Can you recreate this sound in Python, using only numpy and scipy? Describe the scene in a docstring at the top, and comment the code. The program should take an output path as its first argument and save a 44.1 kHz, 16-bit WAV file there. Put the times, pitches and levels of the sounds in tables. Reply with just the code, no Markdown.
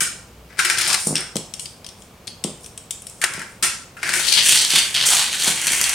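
"""A start gate clacks and scrapes in a quiet carpeted room with a faint hum: a toy car is being loaded.
Soft bumps sound close by and die-cast cars click in a hand; then the car rattles down a plastic track,
through a loop and over the joints. Random bursts and streams of tiny contacts ring filters shaped like
the toys; a bump is one low push. A hand-held camera hears it all in stereo, with the room's answer."""
import sys
import numpy as np
from scipy import signal
from scipy.fft import rfft, irfft, next_fast_len
from scipy.io import wavfile
from scipy.ndimage import uniform_filter1d, map_coordinates

SR = 44100
rng = np.random.default_rng(int(sys.argv[2]) if len(sys.argv) > 2 else 0)


def digitize_waveform(pressure):
    """Quantize a signal to 16-bit integers and store it at the path in sys.argv[1].

    Rows of a 2-D input are taken as channels; values are limited to [-1, 1].
    """
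    field = np.atleast_2d(pressure).T
    bounded = np.clip(field, -1, 1)
    quanta = np.round(bounded * 32767).astype(np.int16)
    wavfile.write(sys.argv[1], SR, quanta)


N = 261954  # length in samples
FILTER_SIZE = 18432  # samples


def amp(db):
    """Turn decibels into a gain."""
    return 10 ** (np.asarray(db) / 20)


def unit(x):
    """Scale x to an rms of 1."""
    return x / np.sqrt(np.mean(x ** 2) + 1e-20)


def along(points, hz):
    """Read a curve of (f/Hz, value) points at any frequency, on a log frequency axis."""
    f, value = np.transpose(points)
    return np.interp(np.log(hz + 1), np.log(f + 1), value)


def wobble(rate):
    """A smooth random curve through `rate` random points a second."""
    points = rng.standard_normal(int(N * rate / SR) + 4)
    return map_coordinates(points, [np.arange(N) * rate / SR])


def filtered(x, response):
    """Weigh each frequency of x by response(hz)."""
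    size = next_fast_len(x.shape[-1] + FILTER_SIZE)
    spectrum = rfft(x, size) * response(np.fft.rfftfreq(size, 1 / SR))
    return irfft(spectrum, size)[..., :x.shape[-1]]


# how much two close microphones differ in sound from all around: f/Hz, side level re middle/dB
STEREO_WIDTH = [(100, -32), (300, -18.5), (1300, -6), (5500, -5.5), (9000, -6), (13000, -46)]


def spread(pair):
    """Make unrelated signals into left and right: close microphones differ by an amount set by pitch."""
    side = filtered(pair[1], lambda hz: amp(along(STEREO_WIDTH, hz)))
    return np.array([pair[0] + side, pair[0] - side])


# colour of the still room's noise, shape only: f/Hz, level/dB
AIR_COLOUR = [(15, -38), (25, -12), (69, -4), (178, -3.5), (246, -8), (281, -11.5), (482, -10),
              (762, -13.5), (1240, -17), (1380, -19.5), (1710, -22), (2060, -24), (2230, -20.5),
              (3630, -25), (15500, -33)]


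def still_room(air_db=-46.0, hum_db=-59, mains_hz=60):
    """Soft coloured noise for the room's air, and a faint mains hum whose strength wavers."""
    noise = spread(rng.standard_normal((2, N)))
    air = unit(filtered(noise, lambda hz: amp(along(AIR_COLOUR, hz))))
    tone = np.sin(2 * np.pi * mains_hz * np.arange(N) / SR)
    hum = unit(tone * amp(8.3 * wobble(4.2)))
    return amp(air_db) * air + amp(hum_db) * hum


def contacts(rate, scatter_db, judder_db, judder_rate):
    """Tiny uneven impacts, about `rate` a second, of limited strength that swells and sinks in clumps."""
    kicks = (rng.random(N) < rate / SR) * rng.choice([-1, 1], N)
    scatter = scatter_db * np.tanh(rng.standard_normal(N))
    judder = judder_db * np.tanh(wobble(judder_rate))
    return kicks * amp(scatter + judder)


def stroke_gain(rows, attack_s, release_s, swell_db_per_s=0):
    """Loudness of (start, length, level) strokes: each fades in, holds or swells to its level, dies away."""
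    t, gain = np.arange(N) / SR, np.zeros(N)
    for start, length, db in rows:
        end = start + length
        gate = np.interp(t, [start - attack_s, start, end, end + release_s], [0, 1, 1, 0]) ** 2
        gain += gate * amp(db - swell_db_per_s * np.maximum(end - t, 0))
    return gain


def body(spectrum, modes=()):
    """How a thing sounds when tapped: a broad spectrum with resonances (f/Hz, width/Hz, level/dB) on it."""
    hz = np.fft.rfftfreq(FILTER_SIZE, 1 / SR)
    peaks = sum(amp(db) ** 2 / (1 + (2 * (hz - centre) / width) ** 2) for centre, width, db in modes)
    loudness = amp(along(spectrum, hz)) * np.sqrt(1 + peaks)
    # fold the cepstrum so that nothing sounds before the tap (minimum phase)
    cepstrum = irfft(np.log(loudness))
    cepstrum[1:FILTER_SIZE // 2] *= 2
    cepstrum[FILTER_SIZE // 2:] = 0
    return irfft(np.exp(rfft(cepstrum)))[:4096]


# where the action is, seen from the camera: t/s, bearing (1 = left .. 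-1 = right)
BEARING = [(0, 0.7), (0.95, 0.55), (1.1, 0.05), (1.4, 0.75), (2.4, 0.55), (2.8, 0.42), (4.1, 0.45),
           (4.36, 0.87), (4.5, -0.015), (5.2, -0.024), (5.94, 0.072)]
# how a sound from fully one side differs between the microphones: f/Hz, side level re middle/dB
SHADE = [(200, -31), (700, -11), (1300, -4), (4400, -1), (6800, -2.5), (8500, -6), (14000, -12)]


def direct(x, s):
    """x straight from its bearing, starting at s: the camera's body shades the far microphone."""
    bearing = np.interp(s + np.arange(len(x)) / SR, *np.transpose(BEARING))
    side = bearing * filtered(x, lambda hz: amp(along(SHADE, hz)))
    return np.array([x + side, x - side])


# how long the room takes to fade by 60 dB: f/Hz, t60/s
ROOM_FADE = [(150, 0.24), (1000, 0.48), (2700, 0.45), (7000, 0.45), (14000, 0.27)]
# colour of what the carpeted room gives back: f/Hz, level/dB
CARPET = [(9000, 0.5), (11000, 0), (15000, 0.5)]


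def in_room(x, room_db, build_s=0.0026):
    """The room's answer to x: a fresh random tail that builds up, then fades at each pitch's own speed."""
    hz, t, grid = signal.stft(rng.standard_normal((2, FILTER_SIZE)), SR, nperseg=256)
    fade_db = along(CARPET, hz)[:, None] - 60 * t / along(ROOM_FADE, hz)[:, None]
    tail = signal.istft(grid * amp(fade_db), SR, nperseg=256)[1]
    tail *= 1 - np.exp(-(np.arange(tail.shape[1]) / SR / build_s) ** 2)
    answer = amp(room_db) * spread(tail / np.linalg.norm(tail[0]))
    return signal.fftconvolve(x[None], answer, axes=1)


def add(out, s, x):
    """Mix x into out at time s."""
    start = max(0, round(s * SR))
    out[:, start:start + x.shape[1]] += x[:, :N - start]


def at_level(x, db, window_s=0.0014):
    """Scale x so that its loudest short window has this level."""
    power = uniform_filter1d(x ** 2, max(2, round(window_s * SR)), mode="constant")
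    return amp(db) * x / np.sqrt(power.max())


def chatter(force, ranges, modes, room_db, uneven_db=2, uneven_rate=70):
    """A stream of contacts rings each (spectrum, gain) range, never quite evenly."""
    sound = np.zeros(N)
    for spectrum, gain in ranges:
        stress = force * amp(uneven_db * np.tanh(wobble(uneven_rate)))
        sound += gain * unit(signal.oaconvolve(stress, body(spectrum, modes))[:N])
    out, step = direct(sound, 0), SR // 10
    # the room answers differently from each place along the way
    for start in range(0, N, step):
        add(out, start / SR, in_room(sound[start:start + step], room_db))
    return out / np.sqrt(1 + amp(room_db) ** 2)  # make space for the room's share


# three ranges in which the toys ring, low to high, shape only: f/Hz, level/dB
HOLLOW = [(200, -34), (700, -16), (1100, -8.5), (1400, -2.5), (2100, 2.5), (2800, -5), (6000, -57)]
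SHELL = [(700, -52.5), (1900, -12.5), (2600, -1.5), (3400, 0.5), (5200, 4.5), (6800, -8.5), (14000, -56.5)]
BRIGHT = [(2000, -45), (4800, -5), (6500, -2.5), (8700, 2.5), (10000, -1), (11200, -8), (13000, -12.5),
          (15500, -21)]


def hard_blows(table, modes, attack_s, ring_width_hz=690, ring_db=9):
    """Each blow is a dying burst of tiny contacts that rings a toy's three ranges and any pitches of its own.

    Rows: t/s, level of the bright part/dB, hollow and shell parts re that/dB, chatter t60/s, room/dB, f/Hz..."""
    out, t = np.zeros((2, N)), np.arange(SR // 10) / SR
    for s, db, hollow_db, shell_db, t60, room_db, *pitches in table:
        rings = list(modes) + [(hz, ring_width_hz, ring_db) for hz in pitches]
        fade = amp(-60 * t / max(t60, .002))
        burst = rng.standard_normal(len(t)) * fade * (1 - np.exp(-t / attack_s))
        blow, radiated = 0, 0
        for spectrum, relative_db in (HOLLOW, hollow_db), (SHELL, shell_db), (BRIGHT, 0):
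            response = body(spectrum, rings)
            part = at_level(signal.fftconvolve(burst, response), db + relative_db)
            blow = blow + part
            # the room gathers all directions: the same energy in a smoother spectrum
            radiated = radiated + response * np.linalg.norm(part) / np.linalg.norm(response)
        add(out, s, direct(blow, s))
        add(out, s, in_room(0.89 * radiated + 0.63 * blow[:len(radiated)], room_db))
    return out


# clacks of the start gate: t/s, level/dB, hollow tone re level/dB, chatter t60/s, room/dB
GATE_CLACKS = [(0.005, -15.5, -4, 0.039, 4), (0.590, -17, 4, 0.078, -2.5), (0.648, -17, 0.5, 0.06, -3.5),
               (0.698, -15.5, 3, 0.029, -0.5), (0.783, -17, -3, 0.045, -2.5), (0.811, -17.5, -8, 0.046, -4),
               (0.875, -18.5, -26, 0.018, 5.5), (0.929, -14, -9, 0.034, -8), (0.942, -13, -4.5, 0.046, -11),
               (3.215, -21.5, 1, 0.013, 4), (3.239, -12.5, 2, 0.032, -10.5), (3.336, -25.5, -25, 0.019, 0),
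               (3.394, -30, -5, 0.02, -3), (3.417, -33, 9, 0.015, -6.5), (3.625, -16.5, -5.5, 0.055, 7.5),
               (3.967, -48.5, 12, 0.067, 3.5), (4.030, -24.5, 7.5, 0.029, -2), (4.091, -21.5, 4, 0.03, -2),
               (4.136, -17.5, 4, 0.047, -1.5)]
# the car scrapes in the gate: start t/s, length t/s, hiss level at the end/dB, hollow tone level/dB
GATE_SCRAPES = [(0.504, 0.075, -53, -48.5), (0.586, 0.16, -27.5, -33.5), (0.778, 0.17, -21.5, -30),
                (1.151, 0.075, -60, -34), (3.303, 0.13, -46, -36), (3.99, 0.05, -48, -48),
                (4.031, 0.17, -31, -34.5)]
# pitches at which the gate rings: f/Hz, width/Hz, level above the broad sound/dB
GATE_MODES = [(359, 18, 20), (1372, 67, 8), (1587, 230, 5.5), (1950, 47, -11), (2304, 56, 2),
              (2880, 42, -2.5), (5220, 250, 0.5), (5900, 190, -3), (7140, 120, 2), (9100, 250, 3)]
# the lowest range of the scrapes and of the car's run, shape only: f/Hz, level/dB
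RUMBLE = [(30, -46), (70, -30), (110, 6.5), (150, 4.5), (350, -4.5), (600, 5.5), (900, 2.5), (1400, -26.5),
          (4000, -82)]


def loading(clack_shell_db=-1.5, bright_db=-4, rumble_db=-9):
    """The car scrapes into the start gate with a hiss that grows along each push, and the gate clacks."""
    force = contacts(rate=1500, scatter_db=6.0, judder_db=3, judder_rate=300)
    hiss_rows = [(s, length, hiss_db) for s, length, hiss_db, _ in GATE_SCRAPES]
    hollow_rows = [(s, length, hollow_db) for s, length, _, hollow_db in GATE_SCRAPES]
    hiss = stroke_gain(hiss_rows, attack_s=0.019, release_s=0.01, swell_db_per_s=21)
    hollow = stroke_gain(hollow_rows, attack_s=0.021, release_s=0.021)
    ranges = [(RUMBLE, amp(rumble_db) * hollow), (HOLLOW, hollow),
              (SHELL, hiss), (BRIGHT, amp(bright_db) * hiss)]
    scraping = chatter(force, ranges, GATE_MODES, room_db=-2.5)
    clacks = [(s, db, hollow_db, clack_shell_db, t60, room_db)
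              for s, db, hollow_db, t60, room_db in GATE_CLACKS]
    return scraping + hard_blows(clacks, GATE_MODES, attack_s=0.00056)


# dull bumps: t/s, level/dB
BUMPS = [(0.018, -30.5), (1.07, -17.5), (1.094, -25.5), (1.108, -19), (1.128, -20), (1.358, -17),
         (2.278, -37.5), (2.447, -17.5), (3.379, -31), (3.631, -32.5), (4.1, -36), (4.143, -32.5),
         (4.736, -29), (4.774, -31.5), (5.477, -22.5), (5.711, -30.5), (5.809, -32.5)]
# range of a bump, shape only: f/Hz, level/dB
THUD = [(40, -25), (100, -10), (160, 4), (280, -1.5), (500, -4.5), (750, -11), (1300, -22), (4000, -112)]
# pitches at which the floor rings: f/Hz, width/Hz, level above the broad sound/dB
FLOOR_MODES = [(157.5, 11, 2.7), (201, 12, 4.5), (278, 20, 2.9), (358, 13, 5)]


def bumps(room_db=-1.5):
    """A soft contact is one low push on the floor that the room prolongs."""
    out, response = np.zeros((2, N)), body(THUD, FLOOR_MODES)
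    for s, db in BUMPS:
        push = at_level(response, db)
        add(out, s, direct(push, s))
        add(out, s, in_room(push, room_db))
    return out


# cars rub in the hand: start t/s, length t/s, level/dB
RUBS = [(0.97, 0.136, -30.5), (1.6, 0.019, -36), (1.98, 0.059, -53), (2.61, 0.05, -46.5), (2.93, 0.59, -51)]
# cars click together: t/s, level/dB, shell tone re level/dB, ring f/Hz
CLICKS = [(1.07, -10.5, -26, 8800), (1.1549, -12.5, 0.5, 8200), (1.165, -29, 14, 5450),
          (1.179, -21.5, -1, 9400), (1.205, -23, -23, 9600), (1.356, -23, -2, 6200),
          (1.3661, -16.5, -3.5, 7800), (1.5377, -24, -2, 5630), (1.595, -25, -2, 7940),
          (1.6562, -31.5, 4, 4800), (1.8446, -38.5, 7, 5040), (1.8644, -31.5, 1, 5540),
          (1.8883, -36, 3.5, 5600), (2.0204, -39.5, -3, 7200), (2.271, -31, -0.5, 4450),
          (2.276, -31, 8, 4370), (2.4393, -16, -2, 7800), (2.6434, -35.5, -0.5, 5770),
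          (2.661, -32.5, -3, 2900), (2.7762, -26, -5.5, 8000), (2.9073, -18, -5.5, 7400),
          (3.02, -32, -14, 10300), (3.0682, -26, -7, 10800), (3.0969, -34, -12, 8140)]
# pitches at which the cars ring: f/Hz, width/Hz, level above the broad sound/dB
CAR_MODES = [(3260, 390, 5.5), (5540, 44, 10), (7450, 71, -6), (8600, 370, 2), (9630, 47, 12)]


def handling(hollow_re_shell_db=-15, click_t60_s=0.022, click_room_db=-6):
    """Spare cars in a hand: sparse contacts make the rubbing, short bursts the clicks."""
    force = contacts(rate=350, scatter_db=16, judder_db=3, judder_rate=32)
    rub_gain = stroke_gain(RUBS, attack_s=0.035, release_s=0.028)
    rubbing = chatter(force, [(BRIGHT, rub_gain)], CAR_MODES, room_db=6)
    clicks = [(s, db, shell_db + hollow_re_shell_db, shell_db, click_t60_s, click_room_db, hz)
              for s, db, shell_db, hz in CLICKS]
    return rubbing + hard_blows(clicks, CAR_MODES, attack_s=0.00026)


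# each piece of track rings at its own pitch: t/s when the car enters it, f/Hz
TRACK_PIECES = [(4.04, 1710), (4.2, 3980), (4.359, 3300), (4.57, 4130), (4.63, 3290), (5.07, 3670),
                (5.6, 2540)]
# shape of every piece's ring: width/Hz, level/dB
PIECE_RING = (1450, 9)


def over_pieces(x):
    """Pass x through the resonance of whichever piece of track the car is on."""
    width_hz, peak_db = PIECE_RING
    hz, t, grid = signal.stft(x, SR, nperseg=256)
    starts, pitches = np.transpose(TRACK_PIECES)
    centre = pitches[np.maximum(np.searchsorted(starts, t) - 1, 0)]
    off_pitch = 2 * (hz[:, None] - centre) / width_hz
    gain = np.sqrt(1 + amp(peak_db) ** 2 / (1 + off_pitch ** 2))
    return signal.istft(grid * gain, SR, nperseg=256)[1][:N]


# the car's run, before the trims in racing(): t/s, rattle level/dB, treble re rattle/dB
RUN = [(4.04, -42, -9), (4.076, -28, 0), (4.098, -21, -7), (4.128, -35, 2), (4.14, -26.5, 6),
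       (4.172, -27.5, 4.5), (4.398, -12.5, -7.5), (4.42, -19, 0), (4.494, -13.5, 2), (4.59, -15.5, -3),
       (4.684, -29.5, 3.5), (4.758, -11.5, -3.5), (4.928, -43, 9.5), (4.95, -21, -2), (4.982, -16, -7),
       (5.05, -19, -4), (5.06, -19.5, 6.5), (5.198, -17, 1), (5.298, -28.5, -3.5), (5.49, -18, 1.5),
       (5.536, -28.5, 1.5), (5.748, -18.5, 1), (5.796, -28, 5), (5.94, -25, 2.5)]
# hollow drumming of the plastic track and gate under the car: in the gate, in the loop,
# at a joint and along the run: start t/s, length t/s, level/dB
DRUMMING = [(0.88, 0.086, -32), (3.23, 0.023, -37), (3.64, 0.032, -36), (4.735, 0.033, -33),
            (4.97, 0.17, -37.5), (5.12, 0.1, -27.5), (5.465, 0.024, -25.5), (5.66, 0.27, -42)]
# range of the drumming, shape only: f/Hz, level/dB
DRUM = [(200, -46), (520, -14), (700, 9.5), (1100, 8), (1500, 5), (4000, -30)]
# wheels hit the track joints: t/s, level/dB, shell tone re level/dB
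JOINTS = [(4.3254, -10.5, 3), (4.518, -22, 4), (4.649, -12.5, 2), (4.7039, -18, 7), (4.9437, -21.5, 1),
          (5.059, -19, -22), (5.4786, -11.5, -2), (5.669, -10, -3), (5.7194, -16, -2), (5.7302, -21, -5),
          (5.7518, -19, -1), (5.8132, -7, -12), (5.8402, -12, 0), (5.8936, -12, -32)]
# pitches at which the track rings: f/Hz, width/Hz, level above the broad sound/dB
TRACK_MODES = [(212, 8.7, -13), (349, 65, 9.5), (1540, 29, 4.5), (1710, 200, -1), (3214, 220, 0.5),
               (3350, 45, -15), (4460, 270, 4.5), (6020, 92, 5), (8300, 91, -31)]


def racing(shell_db=-2, bright_db=-1.5, cruise_db=-22):
    """Contacts rattle and drum the plastic under the car, and short bursts clack as wheels hit joints."""
    force = contacts(rate=1400, scatter_db=3.5, judder_db=3.0, judder_rate=130)
    t, (times, *columns) = np.arange(N) / SR, np.transpose(RUN)
    rattle_db, treble_db = [np.interp(t, times, column) for column in columns]
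    effort_db = rattle_db - cruise_db  # rattle above that of an ordinary speed
    # rumble and hollow tone grow more slowly than the rattle
    levels = [(RUMBLE, -40.5 + 0.43 * effort_db), (HOLLOW, -27 + 0.54 * effort_db),
              (SHELL, rattle_db + shell_db), (BRIGHT, rattle_db + treble_db + bright_db)]
    ranges = [(spectrum, amp(db) * (t > times[0])) for spectrum, db in levels]
    ranges.append((DRUM, stroke_gain(DRUMMING, attack_s=0.021, release_s=0.037)))
    wheels = chatter(over_pieces(force), ranges, TRACK_MODES, room_db=-4.5)
    hollow_db, chatter_t60_s, room_db = -13.5, 0.0099, -3  # the same for every joint
    knocks = [(s, db, hollow_db, joint_shell_db, chatter_t60_s, room_db)
              for s, db, joint_shell_db in JOINTS]
    return wheels + hard_blows(knocks, TRACK_MODES, attack_s=0.00021)


def scene():
    """The toys in the still room."""
    return still_room() + loading() + bumps() + handling() + racing()


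def record(dry, ceiling=0.85, hardness=5, top_hz=15900):
    """The camera rounds off the highest peaks and keeps nothing above its top frequency."""
    rounded = dry / (1 + np.abs(dry / ceiling) ** hardness) ** (1 / hardness)
    return filtered(rounded, lambda hz: hz < top_hz)


dry = scene()
out = record(dry)
digitize_waveform(out)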